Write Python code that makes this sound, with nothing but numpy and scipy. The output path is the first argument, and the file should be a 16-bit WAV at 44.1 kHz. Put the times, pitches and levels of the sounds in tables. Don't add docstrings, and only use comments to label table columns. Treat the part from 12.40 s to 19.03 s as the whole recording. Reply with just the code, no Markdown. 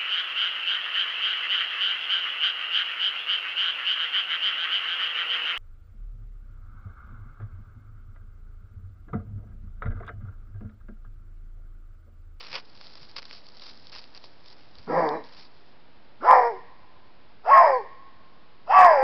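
import sys
import numpy as np
from scipy import signal
from scipy.fft import rfft, irfft, next_fast_len
from scipy.io import wavfile
from scipy.ndimage import uniform_filter1d

SR = 44100
rng = np.random.default_rng(int(sys.argv[2]) if len(sys.argv) > 2 else 0)


def master_out(mix):
    frames = np.transpose(np.atleast_2d(mix))
    ceiling = np.clip(frames, -1, 1)
    pcm = np.round(ceiling * 32767).astype(np.int16)
    wavfile.write(sys.argv[1], SR, pcm)


def decibels_to_gain(level_db):
    exponent = np.asarray(level_db, float) / 20
    return 10 ** exponent


N = 292362

# frequency in Hz, density in dB per Hz.
HISS = [(13, -32), (22, -6.5), (32, -14), (325, -17), (375, -18.5), (906, -19.5), (997, -21.5),
        (1810, -25.5), (4800, -31.5), (6550, -43), (8520, -86), (14400, -120)]
# frequency in Hz, decay time over 60 dB in seconds.
WOOD_T60 = [(300, 0.3), (800, 2), (1080, 1.96), (1300, .8), (1900, 1.4), (2400, 0.93), (4000, 0.7)]
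# frequency in Hz, level in dB.
SCATTER = [(300, -13), (700, -9.5), (980, -4.5), (1075, 3), (1180, -3.5), (1400, 4), (1900, 10.5),
           (2400, 16.5)]

# frequency in Hz, width in Hz.
PORT = (4880, 1200)
# frequency in Hz, width in Hz, level in dB.
CASE = [(280, 470, -1.5), (550, 160, 8.5), (1040, 430, 11), (1625, 1500, 3.5), (2690, 1400, 11.5)]
# time in seconds, peak in dB, case level relative to it in dB.
SNAPS = [(0.0683, -30, -10.5), (0.1284, -29, -4), (0.1536, -19.5, -6), (0.4117, -33.5, -4),
         (0.4686, -34, -7.5), (0.5541, -33.5, -9), (0.7133, -39, -14), (0.7645, -27, -4), (0.8207, -35, -5),
         (0.828, -33.5, -0.5), (0.8535, -31, -10), (0.8833, -42, -5), (0.904, -40, -8), (0.9105, -33, 3),
         (1.067, -40, -11), (1.0869, -35.5, -16), (1.1963, -37, -15), (1.2197, -35, -7), (1.4698, -33, -13),
         (1.5187, -36, -8), (1.6404, -35.5, -3), (1.7486, -35, -12), (1.7755, -31, -11),
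         (1.8407, -35.5, -1.5), (2.0597, -38, -8), (2.354, -38, -12), (2.385, -38.5, -10),
         (2.6894, -27.5, -18), (2.8399, -40, -13)]
# start in seconds, length in seconds, crackle in dB,
# case level relative to it in dB.
STROKES = [(0, 0.2, -46.5, 2.5), (0.129, 0.057, -43.5, 8), (.345, 0.37, -55.5, -2.5), (.4, 0.027, -55, -1),
           (0.61, 0.039, -53, -3), (0.758, 0.025, -42.5, -2), (0.815, .19, -54.5, -1),
           (0.923, 0.055, -51.5, -2), (1.042, 0.46, -57, -4), (1.219, 0.09, -47.5, -3.5),
           (1.518, 0.077, -45.5, -1.5), (1.597, 0.053, -55.5, -1), (1.739, 0.044, -52, 0),
           (1.824, 0.048, -54.5, -6), (2.049, 0.04, -52, -5), (2.099, 0.035, -53.5, -2.5),
           (2.163, 0.095, -64, 4), (2.353, 0.11, -59, 0), (2.833, 0.15, -57, 0.5), (2.95, 0.12, -55, -1.5),
           (3.064, 0.27, -69, -6), (.2, 2.5, -63, -6), (0.148, .02, -40.5, 6), (1.525, 0.044, -47.5, 3),
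           (0.779, 0.0098, -35.5, 1.5), (0, 0.012, -42.5, 2)]
# time in seconds, level in dB.
NUDGES = [
    (.142, -59),
    (.354, -65),
    (0.627, -56),
    (.8, -67),
    (2.4, -54),
]

# frequency in Hz, width in Hz, level in dB.
THROAT_LOW = [(560, 360, 1), (955, 263, 4.5), (1194, 67, -18.5)]
THROAT_MID = [(1620, 110, -1), (1770, 110, -2), (1910, 90, 0), (2140, 110, -7), (2340, 90, -9)]
THROAT_EDGE = [(2600, 110, 13.5), (3140, 300, -3)]
THROAT_TOP = [(4735, 510, -0.5), (5540, 550, -1.5)]
# frequency in Hz, width in Hz, fading time in seconds.
GAPE = (1325, 160, 0.048)
# frequency in Hz, width in Hz, level in dB.
CHEST = (260, 100, -43.5)

# time in seconds, level in dB.
EFFORT = [
    [(2.465, -54.5), (2.477, -37), (2.505, -25), (2.591, -18.5), (2.69, -25), (2.76, -28.5), (2.82, -44.5),
     (2.87, -60)],
    [(3.795, -78), (3.803, -53.5), (3.847, -25), (3.905, -9.5), (3.969, -13), (4.015, -19.5), (4.075, -20),
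     (4.19, -56)],
    [(5.03, -65), (5.042, -58), (5.056, -36), (5.102, -14), (5.138, -7.5), (5.234, -12.5), (5.366, -22),
     (5.416, -39.5), (5.45, -58.5)],
    [(6.255, -71), (6.277, -43.5), (6.307, -19), (6.377, -8.5), (6.447, -7.5), (6.487, -12.5),
     (6.609, -19.5), (6.63, -18.5)],
]
# time in seconds, frequency in Hz.
WHISTLE = [
    [(2.465, 4820), (2.68, 4600), (2.76, 3920), (2.87, 3900)],
    [(3.795, 4880), (3.9, 4900), (4.1, 5300), (4.19, 4780)],
    [(5.03, 4840), (5.31, 4985), (5.36, 4390), (5.42, 4470), (5.45, 4240)],
    [(6.255, 4880), (6.5, 4920), (6.59, 4890), (6.63, 4600)],
]
# time in seconds, frequency in Hz.
LOW = [
    [(2.465, 100.2), (2.531, 156.1), (2.599, 171.5), (2.709, 142.4), (2.765, 167.8), (2.813, 135),
     (2.87, 129.6)],
    [(3.795, 202.2), (3.811, 217.6), (3.867, 483), (3.913, 523.1), (4.0, 501.7), (4.031, 474),
     (4.091, 472.5), (4.141, 374.4), (4.19, 380)],
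    [(5.03, 346.2), (5.118, 581.2), (5.174, 672.7), (5.22, 693), (5.294, 554), (5.335, 520), (5.378, 489),
     (5.415, 396), (5.45, 384)],
    [(6.255, 384), (6.305, 506), (6.349, 732.3), (6.385, 746), (6.467, 709.2), (6.549, 585.3),
     (6.597, 518.5), (6.63, 532)],
]
# time in seconds, frequency in Hz.
HIGH = [
    [(2.48, 432.8), (2.574, 539), (2.645, 466.2), (2.719, 434), (2.751, 498), (2.8, 417)],
    [(3.82, 424), (3.88, 785.5), (3.914, 886.5), (3.96, 836), (3.995, 727), (4.091, 702), (4.14, 556)],
    [(5.05, 493.8), (5.108, 914), (5.112, 1109), (5.202, 1056), (5.288, 870), (5.342, 774), (5.43, 782)],
    [(6.275, 596.8), (6.33, 941), (6.334, 1121), (6.35, 1156), (6.422, 1120), (6.546, 945), (6.566, 829),
     (6.63, 811)],
]
# start in seconds, end in seconds, roughness before,
# during and after it (0 to 1).
CHAOS = [
    (2.53, 2.66, .3, .5, .38),
    (3.89, 4.025, .3, .55, .12),
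    (5.175, 5.295, .18, .75, .2),
    (6.42, 6.555, .2, .6, .27),
]
STAGES = (0, .25, .45, 1)
# one call, share in dB at each of the four stages.
LOW_SHARE_DB = [(-26.5, -15, -23.5, -24), (2, -21.5, -10.5, 2), (-11, -22.5, -7.5, -0.5),
                (-24.5, -16.5, -4.5, -4)]
HIGH_SHARE_DB = [(-2.5, -8.5, -10.5, -6), (-5, -9.5, -7.5, -14.5), (-4, -1, -3.5, -16.5),
                 (-0.5, -2.5, -5.5, -5)]
OCTAVE_SHARE_DB = [(-1, -16.5, -16, -4), (-15.5, -2.5, -7.5, -3), (-14.5, -9, -7.5, -2),
                   (-8.5, -16, -12, -15)]
# upper throat in dB, edge in dB, top in dB,
# whistle over the top in dB.
COLOUR_DB = [(-14.5, -33.5, -42.5, -14), (-15.5, -34.5, -43, -12.5), (-15, -21.5, -42, -11.5),
             (-14.5, -11.5, -40, -13.5)]
# pitch jitter as a share, opening mouth in dB, depth of the beat at half
# the tone spacing, sum tone in dB, share of regular slaps in the rasp.
MANNER = [(0.027, -7.5, 0.21, -48, 0.56), (0.0089, 3.5, 0.13, -18, 0.22), (0.0054, -3.5, 0.37, -30, 0.26),
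          (0.0099, -6, 0.3, -18, 0.27)]


def evened(x):
    return x / np.sqrt(np.mean(x ** 2) + 1e-20)


def read(points, hz):
    f, value = np.transpose(points)
    return np.interp(np.log(hz + 1), np.log(f + 1), value)


def along(rows, t):
    s, value = np.transpose(rows)
    return np.interp(t, s, value)


def ring(x, modes):
    out = 0
    for k, (hz, width, db) in enumerate(modes):
        b, a = signal.iirpeak(hz, hz / (1.58 * width), SR)
        once = signal.lfilter(b, a, x)
        out = out + (-1) ** k * decibels_to_gain(db) * signal.lfilter(b, a, once)
    return out


def drift(count, hz):
    lowpass = signal.butter(2, hz, fs=SR, output="sos")
    return evened(signal.sosfilt(lowpass, rng.standard_normal(count + 4000))[4000:])


def above(x, edge_hz):
    hz, t, z = signal.stft(x, SR, nperseg=1024, noverlap=896)
    edge = np.interp(t * SR, np.arange(len(x)), edge_hz)
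    kept = z / (1 + (edge / (hz[:, None] + 1)) ** 10)
    return signal.istft(kept, SR, nperseg=1024, noverlap=896)[1][:len(x)]


def glide(x, hz, width):
    turn = np.exp(2j * np.pi * np.cumsum(hz) / SR)
    r = np.exp(-np.pi * width / SR)
    once = signal.lfilter([1 - r], [1, -r], x / turn)
    return (turn * signal.lfilter([1 - r], [1, -r], once)).real


def night():
    hz = np.fft.rfftfreq(N, 1 / SR)
    shaped = irfft(rfft(rng.standard_normal(N)) * decibels_to_gain(read(HISS, hz)), N)
    return decibels_to_gain(-57.5) * evened(shaped)


def wood(x):
    hz, t, z = signal.stft(rng.standard_normal(2 * SR), SR, nperseg=1024)
    far_db = -36.5 + read(SCATTER, hz)[:, None] - 60 * t / read(WOOD_T60, hz)[:, None]
    far = decibels_to_gain(far_db) * np.clip(t / 0.088, 0, 1)
    near = decibels_to_gain(-16 - 60 * t / 0.36)
    tail = signal.istft(z * (far + near), SR, nperseg=1024)[1]
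    return signal.fftconvolve(x, tail / 30)[:N]


def nudges(t):
    rise_s, fall_s = 0.056, 0.03
    band = signal.butter(2, [25, 130], "band", fs=SR, output="sos")
    thud = evened(signal.sosfilt(band, rng.standard_normal(N)))
    return thud * sum(decibels_to_gain(db) * np.exp(np.minimum((t - s) / rise_s, (s - t) / fall_s)) for s, db in NUDGES)


def snaps(bright):
    out = np.zeros(N)
    tick = np.zeros(600)
    tick[0] = 1
    for s, peak_db, rel_db in SNAPS:
        burst = tick + 0.15 * rng.standard_normal(600) * np.exp(-np.arange(600) / 60)
        top, body = ring(burst, bright), ring(burst, CASE)
        snap = top / abs(top).max() + decibels_to_gain(rel_db - 2.0) * body / abs(body).max()
        out[round(s * SR):][:600] += decibels_to_gain(peak_db + 2.0) * snap
    return out


def strokes(t):
    touch_s, lift_s, swell = 0.005, 0.0077, 3
    start, length, db, body_db = np.transpose(STROKES)[:, :, None]
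    arch = np.sin(np.pi * np.clip((t - start) / length, 0, 1)) - .5
    power = decibels_to_gain(2 * (db + swell * arch * (start > 0)))
    power = power * np.clip((t - start) / touch_s + (start <= 0), 0, 1)
    power = power * np.exp(-np.maximum(t - start - length, 0) / (lift_s / 2))
    return np.sqrt(power.sum(0)), np.sqrt((power * decibels_to_gain(2 * body_db)).sum(0))


def fur():
    t = np.arange(N) / SR
    crackle, contact = strokes(t)
    size = decibels_to_gain(3.5 * np.minimum(rng.exponential(1, N), 5))
    struck = rng.random(N) < 2500 / SR
    slips = size * struck * rng.choice([-1, 1], N)
    clumps = decibels_to_gain(2.44 * drift(N, 58) + 0.85 * drift(N, 14.7))
    slips = (evened(slips) + 0.45 * rng.standard_normal(N)) * clumps
    bright = [(*PORT, 0), (3700, 1200, -7)]
    port, case = ring(slips, bright), ring(slips, CASE)
    out = crackle * port / port[:3 * SR].std()
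    out += decibels_to_gain(-4.5) * contact * case / case[:3 * SR].std()
    return out + snaps(bright) + nudges(t)


def roughness(t, stage, spell):
    start, end, before, during, after = spell
    rough = np.interp(t, [start - .02, start + .01, end - .01, end + .015], [before, during, during, after])
    return rough + .3 * np.clip(4 * (1 - stage / .22), 0, 1)


def fold_tones(low_phase, high_phase, levels, sum_level, rough, stage, halves):
    def waver(depth):
        chance = drift(len(stage), 75) + 1j * drift(len(stage), 75)
        return np.sqrt(1 - depth ** 2) + depth * chance / np.sqrt(2)

    low_level, octave_level, high_level = levels
    tones = low_level * waver(.55 * rough) * np.exp(1j * low_phase)
    tones = tones + octave_level * waver(rough) * np.exp(2j * low_phase)
    tones = tones + high_level * waver(rough) * np.exp(1j * high_phase)
    mixed = np.cos(low_phase + high_phase) + 0.16 * np.cos(2 * high_phase)
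    mixed = mixed + (.1 + 1.4 * stage * (1 - rough) ** 2) * np.cos(3 * low_phase)
    return np.sqrt(2) * halves * (tones + sum_level * waver(rough) * mixed).real


def fold_noise(low_phase, high_phase, hz, chaos, halves, regular):
    slaps = sum(np.cos(k * low_phase + .35 * k ** 2) * (k * hz < 6500) for k in range(1, 45))
    slaps = slaps * (1 + 1.4 * np.cos(high_phase - low_phase)) * halves
    cycle = low_phase / (2 * np.pi) % 1
    puffs = (1.2 + np.exp(-cycle / 0.84)) * rng.standard_normal(len(hz))
    drive = regular * evened(slaps) + (1.5 - regular) * chaos * evened(puffs)
    return above(drive, 0.95 * hz), puffs


def throat(drive, puffs, t, stage, effort_db, mid_db, chaos, colour_db, gape_db, whistle):
    _, edge_db, top_db, whistle_db = colour_db
    edge_db = edge_db - 27.5 * stage
    top_db = top_db - (1 - 0.6) * effort_db
    rasp = chaos * decibels_to_gain(-2.5) * evened(ring(drive, THROAT_LOW))
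    breathy = drive + 0.86 * evened(puffs)
    rasp += decibels_to_gain(mid_db - 4.0) * evened(ring(breathy, THROAT_MID))
    rasp += decibels_to_gain(edge_db - 6.0) * evened(ring(drive, THROAT_EDGE))
    rasp += decibels_to_gain(gape_db) * np.exp(-(t - t[0]) / GAPE[2]) * evened(ring(drive, [(*GAPE[:2], 0)]))
    rasp += decibels_to_gain(top_db - 3 * stage ** 2) * evened(ring(drive, THROAT_TOP))
    whistle_level = decibels_to_gain(top_db + whistle_db + 15 * stage)
    return rasp + whistle_level * evened(glide(drive, along(whistle, t), 130))


def call(effort, whistle, spell, low, high, low_share, high_share, octave_share, colour_db,
         jitter, gape_db, beat, sum_db, regular):
    t = np.arange(effort[0][0], effort[-1][0], 1 / SR)
    stage = (t - t[0]) / (t[-1] - t[0])
    effort_db, hz, high_hz = (along(curve, t) for curve in (effort, low, high))
    low_db, high_db, octave_db = (effort_db + np.interp(stage, STAGES, share)
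                                  for share in (low_share, high_share, octave_share))
    octave_db = octave_db - 9.5 * np.maximum(2 * hz - 1030, 0) / 100
    mid_db = colour_db[0] + 5 * stage + 0.13 * (effort_db - effort_db.max())
    rough = roughness(t, stage, spell)

    sounding = np.minimum(t - high[0][0], high[-1][0] + 0.0047 - t)
    high_level = decibels_to_gain(high_db) * np.clip(sounding / 0.0038, 0, 1)
    used = (decibels_to_gain(2 * low_db) + decibels_to_gain(2 * octave_db) + high_level ** 2) / decibels_to_gain(2 * effort_db)
    chaos = np.sqrt(np.clip(1 - 1.155 * used, .03, 1))

    low_phase, high_phase = (2 * np.pi * np.cumsum(f * (1 + 2.5 * jitter * rough * drift(len(t), 120))) / SR
                             for f in (hz, high_hz))
    halves = 1 + beat * chaos * np.cos((high_phase - low_phase) / 2)
    levels = decibels_to_gain(low_db), decibels_to_gain(octave_db), high_level
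    sum_level = decibels_to_gain(effort_db + mid_db + sum_db + 8.5)
    tones = fold_tones(low_phase, high_phase, levels, sum_level, rough, stage, halves)
    drive, puffs = fold_noise(low_phase, high_phase, hz, chaos, halves, regular)
    rasp = throat(drive, puffs, t, stage, effort_db, mid_db, chaos, colour_db, gape_db, whistle)
    chest = decibels_to_gain(effort_db) * decibels_to_gain(CHEST[2]) * evened(ring(puffs, [(*CHEST[:2], 0)]))
    voice = above(tones + decibels_to_gain(effort_db) * rasp, np.maximum(.6 * hz, 125)) + chest
    return round(t[0] * SR), voice * np.clip((t - t[0]) / .008, 0, 1)


def cat():
    out = np.zeros(N + SR)
    for *controls, manner in zip(EFFORT, WHISTLE, CHAOS, LOW, HIGH, LOW_SHARE_DB, HIGH_SHARE_DB,
                                 OCTAVE_SHARE_DB, COLOUR_DB, MANNER):
        at, sound = call(*controls, *manner)
        out[at:at + len(sound)] += sound
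    return out[:N]


def scene():
    voice = cat()
    return (night() + fur() + wood(voice) + voice)[None]


def top_cut(x):
    return signal.sosfilt(signal.butter(12, 15850, fs=SR, output="sos"), x)


def record(dry):
    knee, ceiling, offset = .79, .705, .0071
    lowpass = signal.cheby2(12, 95, 7646, fs=SR, output="sos")
    narrow = signal.sosfilt(lowpass, dry)
    envelope = abs(signal.hilbert(narrow, next_fast_len(N))[:, :N])
    swing = uniform_filter1d(envelope, size=50)
    limited = narrow / (1 + (swing / knee) ** 6) ** (1 / 6)
    clipped = np.clip(limited + offset, -ceiling, ceiling)
    return top_cut(clipped + decibels_to_gain(-98.0) * rng.standard_normal(N))


dry = scene()
out = record(dry)
master_out(out)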